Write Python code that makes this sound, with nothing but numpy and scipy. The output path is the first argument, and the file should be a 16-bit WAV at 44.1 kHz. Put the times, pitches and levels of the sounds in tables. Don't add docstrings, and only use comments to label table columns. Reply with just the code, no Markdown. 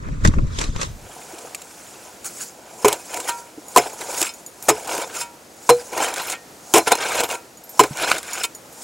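import sys
import numpy as np
from scipy import signal
from scipy.fft import rfft, irfft, next_fast_len
from scipy.io import wavfile
from scipy.ndimage import uniform_filter1d, map_coordinates

SR = 44100
rng = np.random.default_rng(int(sys.argv[2]) if len(sys.argv) > 2 else 0)


def unload_audio(sound):
    columns = np.transpose(np.atleast_2d(sound))
    steps = np.round(np.clip(columns, -1, 1) * 32767)
    wavfile.write(sys.argv[1], SR, steps.astype(np.int16))


N = 389403

# impact in seconds, strength in dB, push in seconds, bending tone in Hz,
# its level in dB, its t60 in seconds, clank in dB, the pitch the clank favours in Hz.
CHOPS = [(2.8459, -1.5, 0.0067, 419, 2.5, 0.089, 3.5, 610), (3.7614, -1, 0.022, 714, 3, 0.086, 2.5, 1010),
         (4.6844, -1, 0.015, 432, -7, 0.15, -4, 696), (5.6913, 1.5, 0.0077, 484, 2.5, 0.18, 0.5, 1020),
         (6.7378, 0, 0.044, 428, -0.5, 0.084, -21, 1010), (7.7941, 2.5, 0.0068, 417, -3, 0.12, 5, 1450)]
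# centre in Hz, width in Hz, level in dB.
BURIED_MODES = [(326.4, 66, -1.5), (470, 115, -1.5), (732, 161, -1.5), (1019, 82, -2.5), (1241, 64, -10),
                (1440, 170, -10.5), (2336, 390, -12), (4020, 36, -33), (5197, 53, -9.5), (7300, 70, -14)]
# pitch in Hz, level in dB, undamped t60 in seconds.
FREE_MODES = [(635, -14, .24), (786, -20, .5), (949, 0, .38), (1222, -9, .12), (1367, -10, .45),
              (1556, -22, .3), (1850, -20, .4), (2126, -14, .16), (2275, -11, .28), (2516, -12, .3),
              (2783, -13, .15), (3079, -16, .2), (3620, -14, .15), (4107, -14, .12), (4900, -18, .1),
              (5220, -12, .12), (7447, -14, .12), (8600, -18, .1), (9180, -18, .1), (10100, -18, .1)]
# frequency in Hz, relative level in dB.
GRIT_SPECTRUM = [(710, -49), (1200, 3), (1400, -22), (1700, -7), (2620, -1), (4800, -6.5), (7410, 2),
                 (9510, -2), (16000, -15)]
GRASS_SPECTRUM = [(2470, -44), (4200, -8.5), (5910, -2.5), (6950, 2.5), (9140, -3.5), (10100, -3),
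                  (15100, -19), (16000, 0.5)]


def amp(db):
    return 10 ** (np.asarray(db) / 20)


def unit(x):
    return x / np.sqrt(np.mean(x ** 2) + 1e-20)


def along(points, hz):
    f, v = np.transpose(points)
    return np.interp(np.log(hz + 1), np.log(f + 1), v)


def curves(rows):
    s, db = np.transpose(rows)
    return amp(np.interp(np.arange(N) / SR, s, db, -120, -120))


def wobble(rate):
    knots = rng.standard_normal(int(N * rate / SR) + 4)
    return map_coordinates(knots, [np.arange(N) * rate / SR], order=1)


def filtered(x, response):
    m = next_fast_len(N + SR // 2)
    return irfft(rfft(x, m) * response(np.fft.rfftfreq(m, 1 / SR)), m)[..., :N]


def patchy(x, depth_db):
    z = signal.stft(x, nperseg=256)[2]
    field = uniform_filter1d(rng.standard_normal(z.shape), size=3, axis=0)
    field = uniform_filter1d(field, size=4, axis=1)
    return unit(signal.istft(z * amp(depth_db * unit(field)), nperseg=256)[1][:N])


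def grainy(spectrum, grain_db, lump_db, body=lambda hz: 1, shared_db=0):
    noise = patchy(rng.standard_normal(N), 3.16)
    grains = noise * amp(grain_db * wobble(700) + lump_db * wobble(45) + shared_db)
    return unit(filtered(grains, lambda hz: amp(along(spectrum, hz)) * body(hz)))


def bursts(rows):
    env, t = np.zeros(N + SR), np.arange(SR // 4) / SR
    for s, db, hold, t60 in rows:
        env[round(s * SR):][:len(t)] += amp(db - 60 * np.maximum(t - hold, 0) / max(t60, .003))
    return env[:N]


def ringing(rows, modes, spread_db, rise):
    out, t = np.zeros(N + SR), np.arange(SR // 2) / SR
    hz, level, t60 = np.transpose(modes)[..., None]
    for s, db, favoured, fall_db, share in rows:
        mistuned_db = fall_db * np.abs(np.log2(hz / favoured))
        start = db + level - mistuned_db + rng.normal(0, spread_db, hz.shape)
        ring = amp(start - 60 * t / (share * t60)) * np.sin(2 * np.pi * hz * t)
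        out[round(s * SR):][:len(t)] += ring.sum(0) * (1 - np.exp(-t / rise))
    return out[:N]


def swells(rows):
    t, out = np.arange(N) / SR, 0
    for s, rise, hold, fall, *db in rows:
        before = (s - t) / max(rise, .003)
        after = (t - s - abs(hold)) / max(fall, .003)
        away = np.maximum(0, np.maximum(before, after))
        out = out + amp(db)[:, None] * amp(-20 * np.minimum(away, 10))
    return out


def resonances(hz, modes):
    total = 0
    for k, (centre, width, db) in enumerate(modes):
        band = 1j * hz * width / (centre * centre - hz * hz + 1j * hz * width)
        total = total + (-1) ** k * amp(db) * band
    return total


def blade(hz):
    return resonances(hz, BURIED_MODES)


def clanks(s, db, favoured, fall_db):
    modes = [(hz, level, 3 / width) for hz, width, level in BURIED_MODES]
    return ringing(zip(s, db, favoured, 0 * s + fall_db, 0 * s + 1), modes, 5.4, 0.0017)


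def chops():
    grit_db, shake_db, thud_db = -12, 7, -30.5
    bend_delay_s = 0.00892
    s, db, push, bend_hz, bend_db, bend_t60, clank_db, favoured = np.transpose(CHOPS)
    grit = bursts(zip(s, db + grit_db, push, 0 * s + 0.051)) * grainy(GRIT_SPECTRUM, 4.4, 0.42)
    force = bursts(zip(s, db + shake_db, push, 0 * s + 0.1)) * rng.standard_normal(N)
    bending = 0
    for at, level, hz, t60 in zip(s + bend_delay_s, bend_db, bend_hz, bend_t60):
        bending = bending + ringing([(at, level, hz, 0, 1)], [(hz, 0, t60)], 0, 0.0085)
    ground = [(70.2, -6, 0.29), (134.6, 8.5, 0.16), (213, 0, 0.12)]  # Hz, dB, t60 s
    thud = ringing([(at, level + thud_db, 100, 0, 1) for at, level in zip(s, db)], ground, 1.6, 0.015)
    return grit + filtered(force, blade) + clanks(s, clank_db, favoured, 11.3) + bending + thud


def cracks():
    # start in seconds, crack in dB, knock in the blade in dB.
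    snap_rows = [(1.385, -33.5, -25), (1.547, -22.5, -45), (1.617, -33.5, -45), (2.245, -32, -40),
                 (2.8813, -11, 4.5), (2.9281, -17, -12), (3.142, -24.5, -16), (3.17, -29, -28),
                 (3.2008, -26, -17), (3.285, -25.5, -18), (3.99, -32.5, -25), (4.214, -17, -3),
                 (4.2263, -15, -8), (4.846, -38, -26), (4.873, -27.5, -23), (4.9322, -30, -24),
                 (4.9509, -21.5, -12), (4.978, -27, -14), (5.164, -32, -17), (5.9304, -34, -11),
                 (5.977, -22.5, -7), (6.029, -33, -17), (6.139, -26.5, -19), (6.1782, -28, -20),
                 (6.298, -21, -25), (6.872, -36, -1), (6.9186, -12.5, 6), (6.953, -22.5, -7),
                 (7.152, -26, -5.5), (7.235, -22, -10), (7.289, -30, -13), (7.836, -22.5, -6),
                 (8.022, -24.5, -22), (8.079, -40, -17), (8.099, -24, -25), (8.115, -26, -19),
                 (8.182, -24, -15), (8.2302, -29.5, -35), (8.4358, -20.5, -26)]
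    hold_s, snap_t60_s, knock_t60_s, clank_offset_db = 0.0032, .024, 0.021, -17.5
    s, db, knock_db = np.transpose(snap_rows)
    snap = bursts(zip(s, db, 0 * s + hold_s, 0 * s + snap_t60_s)) * grainy(GRIT_SPECTRUM, 3.5, 0)
    force = bursts(zip(s, knock_db, 0 * s + hold_s, 0 * s + knock_t60_s)) * rng.standard_normal(N)
    return snap + filtered(force, blade) + clanks(s, knock_db + clank_offset_db, 0 * s + 800, 2.2)


def movements():
    # start of the hold in seconds, rise, hold and fall in seconds,
    # blade grating in dB, soil in dB, dry grass in dB.
    scrapes = [ (1.12, 0.22, 0.33, 0.17, -43.5, -48.5, -42), (1.66, 0.37, 0.41, 0.25, -51, -50.5, -42.5),
               (2.255, 0.014, 0.0087, .05, -64, -38.5, -24.5), (2.42, 0.11, 0, 0.096, -64, -41.5, -26.5),
               (2.67, 0.22, 0.022, 0.17, -45, -52, -49), (2.89, 0.049, 0.036, 0.057, -25, -31.5, -33),
               (3.144, 0.088, 0.016, .25, -35.5, -34, -31), (3.292, 0.026, 0, 0.023, -35, -23.5, -21),
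               (3.4, .15, 0, 0.039, -50, -69, -40), (3.83, 0.089, 0.0063, 0.12, -30, -36, -35.5),
               (4.012, 0.035, .14, 0.017, -37, -40, -34), (4.182, 0.063, 0.025, 0.062, -34, -34, -21.5),
               (4.27, 0.083, 0, 0.039, -50, -33, -25.5), (4.4, 0.092, .01, .03, -55, -60, -48),
               (4.75, 0.09, 0.022, .15, -42, -44, -50), (4.9, 0.062, 0.13, 0.061, -29, -34, -32.5),
               (5.16, 0.078, 0.006, 0.074, -35, -33, -33.5), (5.21, 0.057, .01, 0.024, -51, -37.5, -23),
               (5.8, 0.15, 0.011, 0.035, -52, -47.5, -53), (5.94, 0.02, 0.0076, 0.093, -29, -41, -41),
               (5.978, 0.013, 0.00067, 0.054, -25, -32, -30),
               (6.034, 0.086, 0.0087, .11, -22.5, -22.5, -25), (6.184, 0.049, 0, .12, -31, -28, -28.5),
               (6.33, 0.091, 0, 0.031, -34.5, -29.5, -28), (6.8, .03, 0, 0.037, -34, -46, -30),
               (6.876, 0.013, 0.0026, 0.02, -22, -19.5, -20.5),
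               (6.922, 0.015, 0.0015, 0.035, -16, -19, -23), (7.012, 0.061, 0, .12, -33, -27.5, -36),
               (7.2, 0.18, 0.0063, 0.029, -22.5, -21.5, -20.5), (7.238, 0.014, 0, 0.024, -18.5, -22.5, -24),
               (7.3, 0.027, 0.031, 0.051, -28.5, -31.5, -27.5),
               (7.84, 0.024, 0.0013, 0.028, -18.5, -30.5, -36),
               (8.032, 0.099, 0.0042, 0.078, -28, -23.5, -29.5),
               (8.08, 0.027, 0.097, 0.037, -39, -29, -30.5), (8.117, 0.003, 0, 0.0039, -44, -11.5, -36),
               (8.278, 0.072, .13, 0.067, -45, -34, -33.5), (8.44, 0.012, 0.013, 0.012, -40, -35, -20.5)]
    # rise, hold and fall in seconds, grating, soil and grass in dB.
    swish = (0.13, 0.0115, 0.64, -47.5, -50.5, -35.5)
    # start in seconds, grating, soil and grass in dB.
    stirring = (2, -58, -79.5, -71)
    last_swish_s = 8.83
    ends = [row[0] for row in CHOPS] + [last_swish_s]
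    swishes = [(s - swish[1], *swish) for s in ends]
    start, *stir_db = stirring
    return swells([*scrapes, *swishes, (start, .2, N / SR, 1, *stir_db)])


def pings(strength, rate, share):
    out = np.zeros(N)
    for hz, db, t60 in FREE_MODES:
        grains = strength * amp(.5 * db) * rng.standard_normal(N) * (rng.random(N) < rate / SR)
        damped_t60 = share * np.sqrt(.1 * t60)
        fade = amp(-60 / (damped_t60 * SR))
        turn = 2 * np.pi * hz / SR
        out += signal.lfilter([np.sin(turn)], [1, -2 * fade * np.cos(turn), fade ** 2], grains)
    return out


def crumbs(soil):
    per_s, level_db, spread_db, t60_s = 110, 1.5, 3, 0.0065
    when, size = rng.random((2, N))
    hits = (when < per_s / SR) * amp(level_db - spread_db * np.log(1 - size))
    firm = np.maximum(soil - amp(-42), 0)
    decaying = signal.lfilter([1], [1, -amp(-60 / (t60_s * SR))], hits)
    return firm * decaying * grainy(GRIT_SPECTRUM, 4, 0)


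def drags():
    # frequency in Hz, relative level in dB.
    grating_spectrum = [(25, -35), (88, -7), (150, -12), (510, 6), (601, 5), (947, 6), (1160, -4.5),
                        (1400, -5), (2000, -35), (2600, -65), (4400, -120)]
    soil_spectrum = [(880, -10.5), (1500, 4), (1900, -5.5), (2240, -0.5), (3430, -3), (5200, -10),
                     (6760, -13), (11400, -120)]
    grating, soil, grass = movements()
    firm = np.clip(grating / amp(-37.5), .15, 1)
    jerks_db = 2.3 * firm * wobble(90)

    def rubbed(hz):
        return (0.35 + np.abs(blade(hz))) * hz ** 2 / (hz ** 2 + 90 ** 2)

    steel = amp(4) * pings(np.maximum(soil - amp(-46), 0), 25, .4)
    grate = grating * grainy(grating_spectrum, 0.98, 1.8 * firm, rubbed, jerks_db)
    earth = soil * grainy(soil_spectrum, 3.2, 1.7, rubbed, jerks_db)
    stalks = grass * grainy(GRASS_SPECTRUM, 0.47, 0.92, rubbed, jerks_db)
    return grate + earth + stalks + steel + crumbs(soil)


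def steel_rings():
    # start in seconds, level in dB, favoured pitch in Hz,
    # fall in dB per octave away from it, share of the undamped t60.
    releases = [(3.288, -19.5, 1100, 6, 0.97), (4.265, -13, 2550, 20, 0.25), (4.29, -16, 5220, 12, .64),
                (5.168, -23, 5220, 11, .4), (5.212, -29.5, 949, 2.5, 0.84), (5.212, -9.5, 7500, 12, 0.74),
                (6.325, -16.5, 2140, 20, 0.48), (7.3, -17.5, 2783, 10, 0.82), (7.335, -23, 1390, 10, .35),
                (8.438, -2, 3770, 14, 0.31)]
    # start in seconds, level in dB, favoured pitch in Hz.
    stones = [(2.995, -33, 2516), (4.245, -10, 7447), (5.705, -4, 4107), (5.793, -19, 4900),
              (6.345, -23, 1850), (6.8, -16, 4107), (6.925, -5.5, 4107), (7.3, -17, 8600),
              (7.325, -21, 10100), (7.805, -13, 4107), (8.405, -16, 5220)]
    fall_db, share = 87, 0.94
    rows = [*releases, *[(s, db, hz, fall_db, share) for s, db, hz in stones]]
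    return ringing(rows, FREE_MODES, 0.44, 0.00086)


def small_sounds():
    # start in seconds, level in dB, favoured pitch in Hz.
    tick_rows = [(3.4094, -58, 12800), (3.6825, -31, 6740), (3.932, -31.5, 6800), (4.338, -30.5, 6800),
                 (4.4629, -26, 7140), (4.625, -27, 9600), (4.6397, -33.5, 12700), (6.2168, -30.5, 12700),
                 (6.2701, -30, 12700), (7.2374, -26.5, 12700), (7.572, -37, 6870), (7.638, -36, 13100),
                 (7.693, -31, 12400), (8.332, -18.5, 6850), (8.549, -26.5, 6830), (8.725, -38, 9540)]
    # start in seconds, level in dB, lower pitch in Hz.
    clod_rows = [(1.333, -29.5, 332), (3.577, -23.5, 305), (7.909, -19, 149)]
    # pitch in Hz, level in dB, t60 in seconds.
    part_modes = [(6837, -2, .08), (8500, -12, .04), (9534, -7, .2), (12750, 0, .12)]
    fall_db, click_db = 15, -2.5
    ticks = ringing([(s, db, hz, fall_db, 1) for s, db, hz in tick_rows], part_modes, 1, 0.00039)
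    ticks += bursts([(s, db + click_db, .002, .015) for s, db, _ in tick_rows]) * grainy(GRASS_SPECTRUM, 2.7, 0)
    clods = 0
    for s, db, hz in clod_rows:
        clods = clods + ringing([(s, db, hz, 0, 1)], [(hz, 0, .07), (1.42 * hz, -4, .05)], 0.64, 0.002)
    return ticks + clods


def ports(x):
    # frequency in Hz, side level against mid in dB.
    near_side = [(60, -22), (150, -22.5), (380, -65), (950, -30), (2380, -50), (5980, -20.5), (15000, -42)]
    scatter_t60_s = 0.0017
    t = np.arange(SR // 20) / SR
    scatter = rng.standard_normal(len(t)) * amp(-60 * t / scatter_t60_s)
    side = signal.fftconvolve(x, scatter / np.linalg.norm(scatter))[:N]
    side = filtered(side, lambda hz: amp(along(near_side, hz)))
    return np.array([x + side, x - side])


def body_microphone():
    # time in seconds, level in dB.
    rumble_curve = [(0.0, -32), (0.112, -23.5), (0.216, -28.5), (0.248, -18), (0.29, -9), (0.336, -30),
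                    (0.394, -13), (0.41, -22), (0.54, -29), (0.886, -30.5), (1.15, -58)]
    # start in seconds, click in dB, knock in dB, thump in dB.
    bumps = [(0.0867, -65, -36.5, -30), (0.2498, -17.5, -13, -11), (0.26, -34, -29, -8.5),
             (0.2746, -19.5, -30, -12), (0.337, -64, -29.5, -13), (0.3849, -45, -26.5, -9),
             (0.47, -51, -50, -12), (0.587, -23, -32, -25), (0.613, -25.5, -24.5, -27),
             (0.64, -28.5, -37, -29), (0.6881, -56, -45, -21), (0.7615, -33, -34, -16),
             (0.814, -23.5, -26, -28), (0.83, -30, -30, -44)]
    # start of the hold in seconds, rise, hold and fall in seconds, cloth in dB, grass in dB.
    brushes = [(.03, 0.16, 0.39, 0.12, -46, -53.5), (.25, 0.011, 0, 0.037, -25, -27),
               (.338, 0.026, 0, 0.034, -50, -50), (.618, 0.12, 0.0038, 0.09, -32, -32.5),
               (.822, 0.08, 0, .08, -33, -31.5)]
    # frequency in Hz, relative level in dB.
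    rumble_spectrum = [(12, -35), (20, 3), (47, -3), (130, -5.5), (325, -21.5), (398, -26.5), (500, -30.5),
                       (650, -34), (1100, -120)]
    cloth_spectrum = [(180, -20), (300, -0.5), (489, -2.5), (796, -14), (980, -3), (2600, -13), (3380, -53),
                      (5720, -120)]
    rustle_spectrum = [(1180, -29), (2000, -9), (3840, 0.5), (4300, -3.5), (7240, -2.5), (14000, -34)]
    bump_t60_s = 0.033
    cloth, grass = swells(brushes)
    clicks = bursts([(s, db, .002, bump_t60_s) for s, db, _, _ in bumps]) * grainy(rustle_spectrum, 2.6, 0)
    knocks = bursts([(s, db, .003, bump_t60_s) for s, _, db, _ in bumps]) * grainy(cloth_spectrum, 0.66, 0)
    housing = [(31.6, 0.5, 0.086), (62.5, -2, .06), (142, 0, 0.039)]  # Hz, dB, t60 s
    thumps = ringing([(s, db, 80, 0, 1) for s, _, _, db in bumps], housing, 4.0, 0.0036)
    rustle = cloth * grainy(cloth_spectrum, 1.4, 2.8) + grass * grainy(rustle_spectrum, 0.98, 1.8)
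    return curves(rumble_curve) * grainy(rumble_spectrum, 0, 2.0) + rustle + clicks + knocks + thumps


def worn_ports():
    # frequency in Hz, gain of the side in dB.
    worn_side = [(60, -14), (120, -4.5), (240, -9.5), (480, 1), (950, 3.5), (1890, 1.5), (3770, -9),
                 (7520, 1.5), (15000, 5)]
    worn = body_microphone()
    unlike = filtered(body_microphone(), lambda hz: amp(along(worn_side, hz)))
    return np.array([worn + unlike, worn - unlike])


def far_rush():
    # frequency in Hz, relative level in dB.
    far_spectrum = [(12, -68), (20, -58), (43, -13), (163, -6), (328, -1.5), (367, -4), (446, -4.5),
                    (499, -3.5), (849, -7.5), (1060, -12.5), (1220, -11), (2600, -16), (3340, -17.5),
                    (6720, -15), (16000, -25)]
    # frequency in Hz, side level against mid in dB.
    far_side = [(60, -20), (180, -14), (550, -8), (1650, -1.5), (4970, -10.5), (15000, -30)]
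    mid_db = -46
    noise = rng.standard_normal((2, N)) * amp(0.9 * wobble(6))
    mid, side = filtered(noise, lambda hz: amp(along(far_spectrum, hz) + [0 * hz, along(far_side, hz)]))
    fade = np.clip((np.arange(N) / SR - .72) / 0.21, .2, 1)
    return amp(mid_db) * fade * np.array([mid + side, mid - side]) / np.std(mid)


def scene():
    near = drags() + chops() + cracks() + steel_rings() + small_sounds()
    return worn_ports() + ports(near) + far_rush()


def record(dry):
    top_hz = 15800
    clipped = dry / (1 + np.abs(dry / .96) ** 20) ** (1 / 20)
    return filtered(clipped, lambda hz: hz < top_hz)


dry = scene()
out = record(dry)
unload_audio(out)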